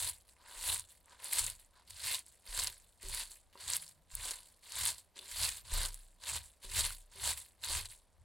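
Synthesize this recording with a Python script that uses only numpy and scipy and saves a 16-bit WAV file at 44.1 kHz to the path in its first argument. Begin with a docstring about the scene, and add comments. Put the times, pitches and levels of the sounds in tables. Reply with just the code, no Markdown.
"""In a quiet kitchen, a gloved hand squeezes salted shredded cabbage in a glass bowl on a wooden table.
About twice a second the grip closes: swarms of tiny fractures give a dull slide, a dense crunch and a
fine wet fizz, built as random impulses through minimum-phase filters; single shreds snap and tick.
The push excites resonances of the bowl, its seat and the table; a faint low drone swells once.
A close microphone pair hears it all over steady background noise and a short, faint reverberant tail."""
import sys
import numpy as np
from scipy import signal
from scipy.fft import rfft, irfft, next_fast_len
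from scipy.io import wavfile
from scipy.ndimage import uniform_filter1d

SR = 44100
rng = np.random.default_rng(int(sys.argv[2]) if len(sys.argv) > 2 else 0)


def dump_mix(stems):
    """Bounce the given channels to the path in sys.argv[1] as a 16-bit WAV at rate SR."""
    frames = np.atleast_2d(stems).T  # one column per channel
    limited = np.clip(frames, -1, 1)  # hard clip at full scale
    pcm = np.round(limited * 32767).astype(np.int16)
    wavfile.write(sys.argv[1], SR, pcm)


N = 363384
TIME = np.arange(N) / SR
TAPS = 1024  # length of one fracture in samples


def amp(db):
    """Logarithmic level: decibels to amplitude gain."""
    return 10 ** (np.asarray(db) / 20)


def unit(x):
    """Normalisation to an rms amplitude of 1."""
    return x / np.sqrt(np.mean(x ** 2) + 1e-20)


def read(points, hz):
    """Interpolation of a spectrum table on a logarithmic frequency axis."""
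    f, value = np.transpose(points)
    return np.interp(np.log(hz + 1), np.log(f + 1), value)


def add(mix, s, sound):
    """Superposition: mixes a sound in at time s, or at the start if s is negative."""
    part = mix[..., max(round(s * SR), 0):][..., :sound.shape[-1]]
    part += sound[..., :part.shape[-1]]


def shape(x, gain):
    """Linear filtering: multiplies the spectrum by a gain given as a function of frequency."""
    size = next_fast_len(N + 4096)
    hz = np.fft.rfftfreq(size, 1 / SR) + 1e-3
    return irfft(rfft(x, size) * gain(hz), size)[..., :N]


def wander(rate_hz):
    """Low-passed noise: smooth random fluctuation of rms 1."""
    noise = rng.standard_normal(N)
    return unit(shape(noise, lambda f: 1 / (1 + (f / rate_hz) ** 2)))


def steady(x, size):
    """Envelope normalisation: evens out the slow level of a signal pair and leaves the fine grain."""
    power = uniform_filter1d(x[0] ** 2, size)
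    power = uniform_filter1d(power, size)
    return x / np.sqrt(abs(power) + 1e-12)


# Spectrum of the kitchen background: f/Hz, level/dB (per Hz, relative)
HUSH_SPECTRUM = [(20, -4), (60, 7), (100, -41), (171, -4.5), (220, -10.5), (420, -13), (580, -7.5),
                 (800, -12.5), (1050, -15.5), (1400, -21), (5000, -25), (16000, -41.5)]


def hush(level_db=-74):
    """Stationary noise: random samples filtered to the spectrum of the room's background."""
    noise = rng.standard_normal((2, N))
    return amp(level_db) * unit(shape(noise, lambda f: amp(read(HUSH_SPECTRUM, f))))


def kitchen(x, wet_db=-23, t60=0.072):
    """Reverberation: exponentially decaying noise stands for the table top and the nearby walls."""
    t = np.arange(SR // 3) / SR
    tail = rng.standard_normal((2, len(t))) * amp(-60 * t / t60) * (t > .005)
    tail /= np.linalg.norm(tail, axis=1, keepdims=True)
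    return amp(wet_db) * signal.oaconvolve(x[None], tail, axes=1)[:, :N]


def drone(at_s=3.84, length_s=0.2, pitch_hz=160, width_hz=14, level_db=-71):
    """Narrow-band noise: a faint low drone swells once and fades."""
    noise = rng.standard_normal(N)
    tone = unit(shape(noise, lambda f: np.exp(-((f - pitch_hz) / width_hz) ** 2 / 2)))
    return amp(level_db) * tone * np.exp(-((TIME - at_s) / length_s) ** 2)


# The hand leans on the bowl: t/s (heaviest), level/dB
PUSHES = [(.05, -51.5), (.71, -49), (1.43, -50), (1.94, -60), (2.07, -55), (2.61, -51), (3.11, -52.5),
          (3.69, -56), (4.19, -53.5), (4.83, -49.5), (5.43, -45.5), (5.77, -41.5), (6.35, -48), (6.79, -42),
          (7.27, -46), (7.75, -43.5), (8.21, -61.5)]
LEAN_DB_PER_S, EASE_DB_PER_S, REST_DB = 188.5, 140, -76


def weight():
    """Loading and unloading: the hand's weight on the bowl, as a level in dB, builds and eases off."""
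    db = np.full(N, float(REST_DB))
    for s, top_db in PUSHES:
        drop = np.maximum((s - TIME) * LEAN_DB_PER_S, (TIME - s) * EASE_DB_PER_S)
        db = np.maximum(db, top_db - drop)
    return db


# Shoves that rock the table: t/s, level/dB (before decay and onset)
SHOVES = [(0.559, -50), (1.402, -47.5), (2.487, -42), (3.043, -40.5), (4.129, -44), (5.326, -50.5),
          (5.724, -28.5), (6.649, -43.5), (6.829, -38.5), (7.7, -43.5)]


def table(rock_hz=31, rock_t60=0.74, rise_s=0.0062, thud_hz=72):
    """Forced and free vibration: pushes rumble through the bowl's seat; hard shoves sway the table."""
    def seat(f):
        resonance = 1 / (1 + 2j * (f / thud_hz - thud_hz / f))
        return resonance / (1 + (f / 128) ** 5)

    rumble = steady(shape(rng.standard_normal((2, N)), seat), size=2400)
    out = rumble * amp(weight())
    t = np.arange(SR) / SR
    for s, level_db in SHOVES:
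        decay = amp(level_db - 60 * t / rock_t60)
        onset = 1 - np.exp(-t / rise_s)
        add(out[0], s, decay * onset * np.sin(2 * np.pi * rock_hz * t))
    return out


# Modes of the loaded glass bowl: f/Hz, level/dB (relative), t60/s
BOWL_MODES = [(390, -4.5, 0.26), (450, -1.5, 0.035), (554, 0, 0.058), (966, -0.5, .04), (1060, -1.5, .04),
              (2770, -8, .08)]
# Fingers meeting the bowl through the cabbage: t/s, level/dB (of the driving blow), f/Hz (of the blow)
TOUCHES = [(1.28, -67, 390), (2.584, -60, 500), (3.035, -57, 380), (3.555, -51, 1130), (5.165, -61.5, 378),
           (5.72, -55, 524), (6.646, -61.5, 390), (7.155, -62, 454), (7.699, -56.5, 410)]


def bowl(rub_db=-27, rub_s=0.074):
    """Modal synthesis: a touch rings the damped glass; rubbing, strongest after soft ones, prolongs it."""
    t, out = np.arange(SR // 3) / SR, np.zeros(N)
    for s, level_db, blow_hz in TOUCHES:
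        ring = np.zeros(len(t))
        for hz, db, t60 in BOWL_MODES:
            # modes near the pitch of the blow ring most
            share = 1 / (1 + np.log2(hz / blow_hz) ** 2)
            ring += share * amp(db - 60 * t / t60) * np.sin(2 * np.pi * hz * t)
        softness = (BOWL_MODES[0][0] / blow_hz) ** 2
        rub = softness * amp(rub_db) * rng.standard_normal(len(t)) * np.exp(-t / rub_s)
        impulse = t == 0
        add(out, s, amp(level_db) * signal.fftconvolve(impulse + rub, ring))
    return out


# Colour of breaking cabbage: f/Hz, level/dB (per Hz, relative)
CABBAGE_SPECTRUM = [(150, -21), (340, -15), (580, -7), (800, -11.5), (980, -0.5), (1270, -10), (1600, -6),
                    (2450, -5), (4310, 1), (6000, -6.5), (8200, 3.5), (10300, 4), (13200, -5),
                    (16000, -6.5)]


def crack(pitch_hz, octaves, skirt_db):
    """Minimum-phase impulse: one causal fracture in the cabbage's colour, stressed near its own pitch."""
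    hz = abs(np.fft.fftfreq(TAPS, 1 / SR)) + 1
    bump = np.exp(-.5 * (np.log2(hz / pitch_hz) / octaves) ** 2) + amp(skirt_db)
    log_gain = np.log(amp(read(CABBAGE_SPECTRUM, hz)) * bump)
    # the Hilbert transform of the log gain gives the phase
    return np.fft.ifft(np.exp(np.conj(signal.hilbert(log_gain)))).real


def tear(click, length_s):
    """Successive rupture: cell walls repeat the click in a quick, swelling and dying run."""
    u = np.arange(TAPS // 2) / SR / max(length_s, 1 / SR)
    run = rng.choice([-1, 1], len(u)) * u * np.exp(-u)
    return np.convolve(run / np.linalg.norm(run), click)


def scatter(click, echo_db, fade_s=0.0081, side_s=.0009):
    """Scattering: echoes off the glass give a part common to both ears and a part that differs."""
    t = np.arange(TAPS) / SR
    common_fade = np.exp(-t / fade_s) * (t > .0005)
    side_fade = np.exp(-t / side_s)
    paths = rng.standard_normal((2, TAPS)) * np.array([common_fade, side_fade])
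    paths /= np.linalg.norm(paths, axis=1, keepdims=True)
    paths[0] *= amp(echo_db)
    paths[0, 0] += 1  # direct sound
    paths[0] /= np.linalg.norm(paths[0])
    return signal.fftconvolve(paths, click[None], axes=1)


def snap(pitch_hz, swell_s, octaves=0.43, skirt_db=-17, echo_db=-8, fade_s=.0016):
    """Brittle fracture: a shred breaks in one crack or a quick run of them; common part of energy 1."""
    sound = scatter(tear(crack(pitch_hz, octaves, skirt_db), swell_s), echo_db, fade_s)
    return sound / np.linalg.norm(sound[0])


def ticks(fizz, firm_db=-41, energy_db=-24, follow=0.83, spread_db=4,
          low_hz=6000, high_hz=11000, longest_s=.0007, count=220):
    """Compressed dynamics: random thin snaps grow less than the handling, so a loose grip bares them."""
    out = np.zeros((2, N))
    for when, size, pitch, length in rng.random((count, 4)):
        at = int(when * N)
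        sound = snap(low_hz * (high_hz / low_hz) ** pitch, longest_s * length ** 2)
        handling = (fizz[at] / amp(firm_db)) ** follow
        add(out, at / SR, handling * amp(energy_db + spread_db * (2 * size - 1)) * sound)
    return out


# Thick shreds that break: t/s, level/dB (energy, relative), f/Hz, swell of the tear t/s
SNAPS = [(0.0967, -12.5, 9300, .0013), (0.745, -11, 10300, .0004), (0.769, -20, 8300, .0001),
         (0.796, -16, 7740, 0.00079), (1.0587, -39, 9300, 0.000087), (1.244, -19, 9000, 0.00056),
         (1.3135, -25, 6000, .0004), (1.333, -6.5, 9800, 0.0003), (1.392, -7, 7600, 0.00092),
         (1.442, -13, 7500, 0.0015), (1.447, -16, 8700, .0009), (1.4655, -11.5, 8400, .0004),
         (1.5002, -17, 9400, .0005), (2.146, -11, 5050, 0.00043), (2.192, -21, 8500, .0002),
         (2.264, -34, 8000, .0003), (2.5975, -11.5, 4900, 0.000064), (2.637, -11.5, 8200, 0.00026),
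         (2.6446, -12.5, 8550, 0.00069), (2.6723, -10.5, 5100, 0.00004), (3.0297, -26, 9000, 0.00012),
         (3.0862, -20.5, 9100, .00007), (3.094, -24, 9000, .0001), (3.1476, -14.5, 8400, 0.00008),
         (3.702, -10.5, 8000, 0.000074), (3.7353, -9, 5000, .0002), (3.7669, -8.5, 9500, .00007),
         (3.823, -22.5, 9000, 0.00026), (3.879, -31, 5030, 0.00023), (4.1525, -11, 10500, 0.000077),
         (4.3093, -15, 7140, 0.00029), (4.721, -22.5, 5400, .0003), (4.8544, -8.5, 9800, .00007),
         (4.872, -10, 8900, .0006), (5.191, -21, 3300, 0.0018), (5.4334, -9, 5240, 0.00061),
         (5.4904, -12, 5660, 0.00033), (5.738, -14, 8400, .0006), (5.833, -16, 7000, .0001),
         (5.859, -13.5, 6640, 0.00039), (5.882, -27, 8500, .0001), (5.944, -21, 8900, 0.000098),
         (6.345, -21, 6000, .0009), (6.792, -16, 6800, 0.00071), (6.851, -11, 6840, .0006),
         (6.906, -23.5, 1260, .0006), (7.335, -20, 8600, .0002), (7.646, -17.5, 6400, 0.00091),
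         (7.857, -23, 5040, .0004)]


def snaps(gain_db=1):
    """Isolated fracture: the thick shreds break one by one, each tear swelling up to its given time."""
    out = np.zeros((2, N))
    for s, energy_db, pitch_hz, swell_s in SNAPS:
        add(out, s - swell_s, amp(energy_db + gain_db) * snap(pitch_hz, swell_s))
    return out


def swell(s, half_s, levels_db):
    """Gaussian envelope: start time, and power in each range, of a bell-shaped swell around s."""
    t = np.arange(-4 * half_s, 4 * half_s, 1 / SR)
    return s + t[0], amp(levels_db)[:, None] ** 2 * np.exp(-(t / half_s) ** 2)


# Squeezes: fingers touch t/s, fist closed t/s, let go t/s, crunch at the touch level/dB, crunch when
# closed level/dB, fade by FADE_DB t/s, wet fizz level/dB and dull body level/dB (relative to the crunch)
SQUEEZES = [(-.1, 0, 0.087, -55, -45, .08, 5.5, -10.5), (0.485, 0.678, 0.74, -62.5, -42, 0.12, 4.5, -9.5),
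            (1.201, 1.357, 1.395, -64.5, -42, 0.2, 3.5, -10),
            (1.877, 2.073, 2.147, -64, -41.5, .08, 0, -13),
            (2.462, 2.568, 2.637, -57.5, -43.5, 0.16, 1.5, -9.5),
            (3.024, 3.144, 3.208, -56.5, -45.5, .13, 1, -11.5),
            (3.531, 3.693, 3.73, -70, -43, 0.14, -1, -12), (4.115, 4.246, 4.302, -60.5, -47, 0.2, 2, -8),
            (4.637, 4.783, 4.896, -62, -42.5, .1, 0.7, -10),
            (5.192, 5.424, 5.458, -61, -39, 0.18, 1, -12.5),
            (5.654, 5.743, 5.857, -60.5, -42.5, 0.091, -0.2, -8),
            (6.227, 6.278, 6.368, -53.5, -48.5, .12, -2, -8),
            (6.63, 6.748, 6.876, -62.5, -44.5, 0.11, 2, -11),
            (7.126, 7.256, 7.303, -63, -40, 0.088, 1.5, -8.5),
            (7.637, 7.707, 7.78, -49.5, -41, .12, -0.8, -10)]
# The fingers land in LAND_S, the grip then tightens along the curve; a loose grip is drier
FADE_DB, LAND_S, CLOSING_CURVE, DRY_TOUCH_DB = 30, 0.045, 1.444, -3
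# Before each landing the hand comes clear of the heap, which ends the last squeeze
LIFT_S = 0.0078
# The opening hand sheds wet shreds: t/s, fade by 20 dB t/s, level/dB
SHEDS = [(0.149, 0.13, -66.5), (0.29, 0.08, -69), (0.898, 0.15, -66.0), (1.602, 0.1, -68.5),
         (2.271, 0.23, -68), (2.728, 0.4, -70), (3.312, 0.1, -58.5), (3.821, 0.11, -57.5),
         (4.458, 0.22, -70.0), (4.983, 0.06, -60.0), (5.572, 0.06, -55.5), (5.931, 0.21, -62.5),
         (6.442, 0.12, -62.5), (6.919, 0.11, -55), (7.376, 0.11, -52.5), (7.907, 0.09, -57.5)]
SHED_RISE_S, SHED_BODY_DB, SHED_FIZZ_DB = 0.033, -11, 6
# Short surges of crunch, mostly within the squeezes: middle t/s, half length t/s, level/dB,
# wet fizz level/dB (relative to the crunch)
SURGES = [(0.694, 0.013, -41.5, -4), (0.798, 0.0067, -51.5, 2), (1.261, 0.02, -51.5, 4),
          (1.333, .009, -42.5, 5), (1.394, 0.0091, -38, 5), (1.47, 0.033, -48.5, 2.5),
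          (1.905, 0.0059, -56, 5), (2.06, .012, -45, 1), (2.144, 0.033, -46.5, 1), (2.595, 0.013, -41, -6),
          (2.677, 0.0075, -44.5, -1), (3.216, 0.01, -45, -8), (3.615, 0.015, -53, -2.5),
          (3.753, 0.017, -45.5, 5.5), (3.892, 0.022, -66.5, 5.5), (4.313, 0.0059, -48.5, -1),
          (4.873, .024, -42, 4.5), (5.173, .011, -54, -10), (5.316, 0.0081, -56.5, 8),
          (5.445, 0.01, -41, 0), (6.296, 0.019, -43.5, 0.5), (6.357, 0.017, -42.5, -0.5),
          (6.645, 0.012, -52.5, -2), (6.791, 0.022, -36, 1), (6.85, 0.013, -40, -3),
          (7.303, 0.017, -42, -1), (7.649, 0.013, -44, -2), (7.856, .008, -52, -2)]
SURGE_BODY_DB = -12
# The heap slides dully before a grab: middle t/s, half length t/s, level/dB
SLIDES = [(0.525, 0.084, -61), (1.122, .035, -63), (1.24, .045, -61), (1.783, 0.035, -68),
          (3.604, .035, -66), (5.235, 0.033, -69)]
SLIDE_CRUNCH_DB, SLIDE_FIZZ_DB = -2.5, -9
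# The heap keeps settling faintly: level/dB of body, crunch and fizz
SETTLE_DB = [-84.5, -87, -82.5]


def kneading():
    """Power summation: gains over time of the dull body, the crunch and the wet fizz."""
    power = np.zeros((3, N))
    for touch, closed, let_go, touch_db, top_db, fade_s, fizz_db, body_db in SQUEEZES:
        near = abs(TIME - closed) < 1
        t = TIME[near]
        power[:, near] *= np.clip(1 - (t - touch + LAND_S) / LIFT_S, 0, 1)
        slack = 1 - np.clip((t - touch) / (closed - touch), 0, 1) ** CLOSING_CURVE
        away = np.maximum(touch - t, 0) / LAND_S + np.maximum(t - let_go, 0) / fade_s
        db = top_db + (touch_db - top_db) * slack - FADE_DB * away
        power[:, near] += amp([db + body_db, db, db + fizz_db + DRY_TOUCH_DB * slack]) ** 2
    for s, fade_s, level_db in SHEDS:
        near = abs(TIME - s) < 1
        t = TIME[near] - s
        db = level_db - 20 * np.maximum(-t / SHED_RISE_S, t / fade_s)
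        power[:, near] += amp([db + SHED_BODY_DB, db, db + SHED_FIZZ_DB]) ** 2
    for s, half_s, db, fizz_db in SURGES:
        add(power, *swell(s, half_s, [db + SURGE_BODY_DB, db, db + fizz_db]))
    for s, half_s, db in SLIDES:
        add(power, *swell(s, half_s, [db, db + SLIDE_CRUNCH_DB, db + SLIDE_FIZZ_DB]))
    return np.sqrt(power + amp(SETTLE_DB)[:, None] ** 2)


def crunch(body, ribs, fizz, rate=7000, idle_share=.15, firm_db=-41, size_db=2.0, clump_db=3.0,
           clump_hz=240, shred_db=4.5, shred_s=.02, count=30):
    """Shot noise: swarms of small fractures, clumped as shreds give way, denser as the hand closes."""
    grip = np.clip(np.sqrt(ribs / amp(firm_db)), idle_share, 2)
    clumps = amp(clump_db * wander(clump_hz))
    sizes = amp(size_db * np.minimum(rng.exponential(1, N), 4.5)) * rng.choice([-1, 1], N)
    fires = rng.random(N) < grip * rate / SR  # rate: fractures per second at a firm grip
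    clicks = sizes * clumps * fires
    kind, swarm = rng.integers(0, count, N), np.zeros((2, N))
    for k, pitch_hz in enumerate(np.geomspace(700, 14000, count)):
        # shreds of each thickness take the strain by turns, so the colour keeps shifting
        loads = amp(shred_db * rng.standard_normal(TAPS))
        strain = np.interp(TIME / shred_s, np.arange(TAPS), loads)
        click = crack(pitch_hz, octaves=0.31, skirt_db=-9.0)
        grain = scatter(tear(click, length_s=.00011), echo_db=-1.5)
        train = clicks * strain * (kind == k)
        swarm += signal.oaconvolve(train[None], grain, axes=1)[:, :N]

    def low(f):
        return 1 / (1 + (f / 1650) ** 6)

    def high(f):
        return 1 / (1 + (6500 / f) ** 6)

    def middle(f):
        return 1 - low(f) - high(f)

    # sliding leaves sound low, breaking ribs in the middle, juice and glove on top
    out = np.zeros((2, N))
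    for band, gain in [(low, body), (middle, ribs), (high, fizz)]:
        out += gain * steady(shape(swarm, band), size=1100)
    return out


# Likeness of the left and right channels: f/Hz, correlation
LIKENESS = [(130, 0.62), (640, 0.85), (1400, 0.99), (3100, 0.99), (6800, 0.8), (10500, 0.8), (13000, 0.44)]


def pair(common, apart):
    """Interchannel coherence: left and right are alike in the middle range, less so in the treble."""
    def same(f):
        return np.clip(read(LIKENESS, f), 0, 1)

    mid = shape(common, lambda f: np.sqrt((1 + same(f)) / 2))
    side = shape(apart, lambda f: np.sqrt((1 - same(f)) / 2))
    return np.array([mid + side, mid - side])


def scene():
    """Superposition: cabbage, bowl and table in the kitchen, heard by a close pair of microphones."""
    body, ribs, fizz = kneading()
    near = crunch(body, ribs, fizz) + snaps() + ticks(fizz)
    near[0] += bowl() + drone()
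    common, apart = near + kitchen(near[0]) + table() + hush()
    return pair(common, apart)


# Phase by which the left capsule leads the right: f/Hz, phase/rad
LEAD = [(10700, 0), (12000, .3), (12600, 1.0), (13600, 3.4), (14300, 6.2)]
EDGE_HZ = 16050  # upper band limit


def record(dry):
    """Phase difference and band limit: the capsules turn out of phase in the high treble."""
    left = shape(dry[0], lambda f: np.exp(.5j * read(LEAD, f)))
    right = shape(dry[1], lambda f: np.exp(-.5j * read(LEAD, f)))
    low_pass = signal.firwin(511, EDGE_HZ, window=("kaiser", 9), fs=SR)
    return signal.oaconvolve(np.array([left, right]), low_pass[None], "same", axes=1)


dry = scene()
out = record(dry)
dump_mix(out)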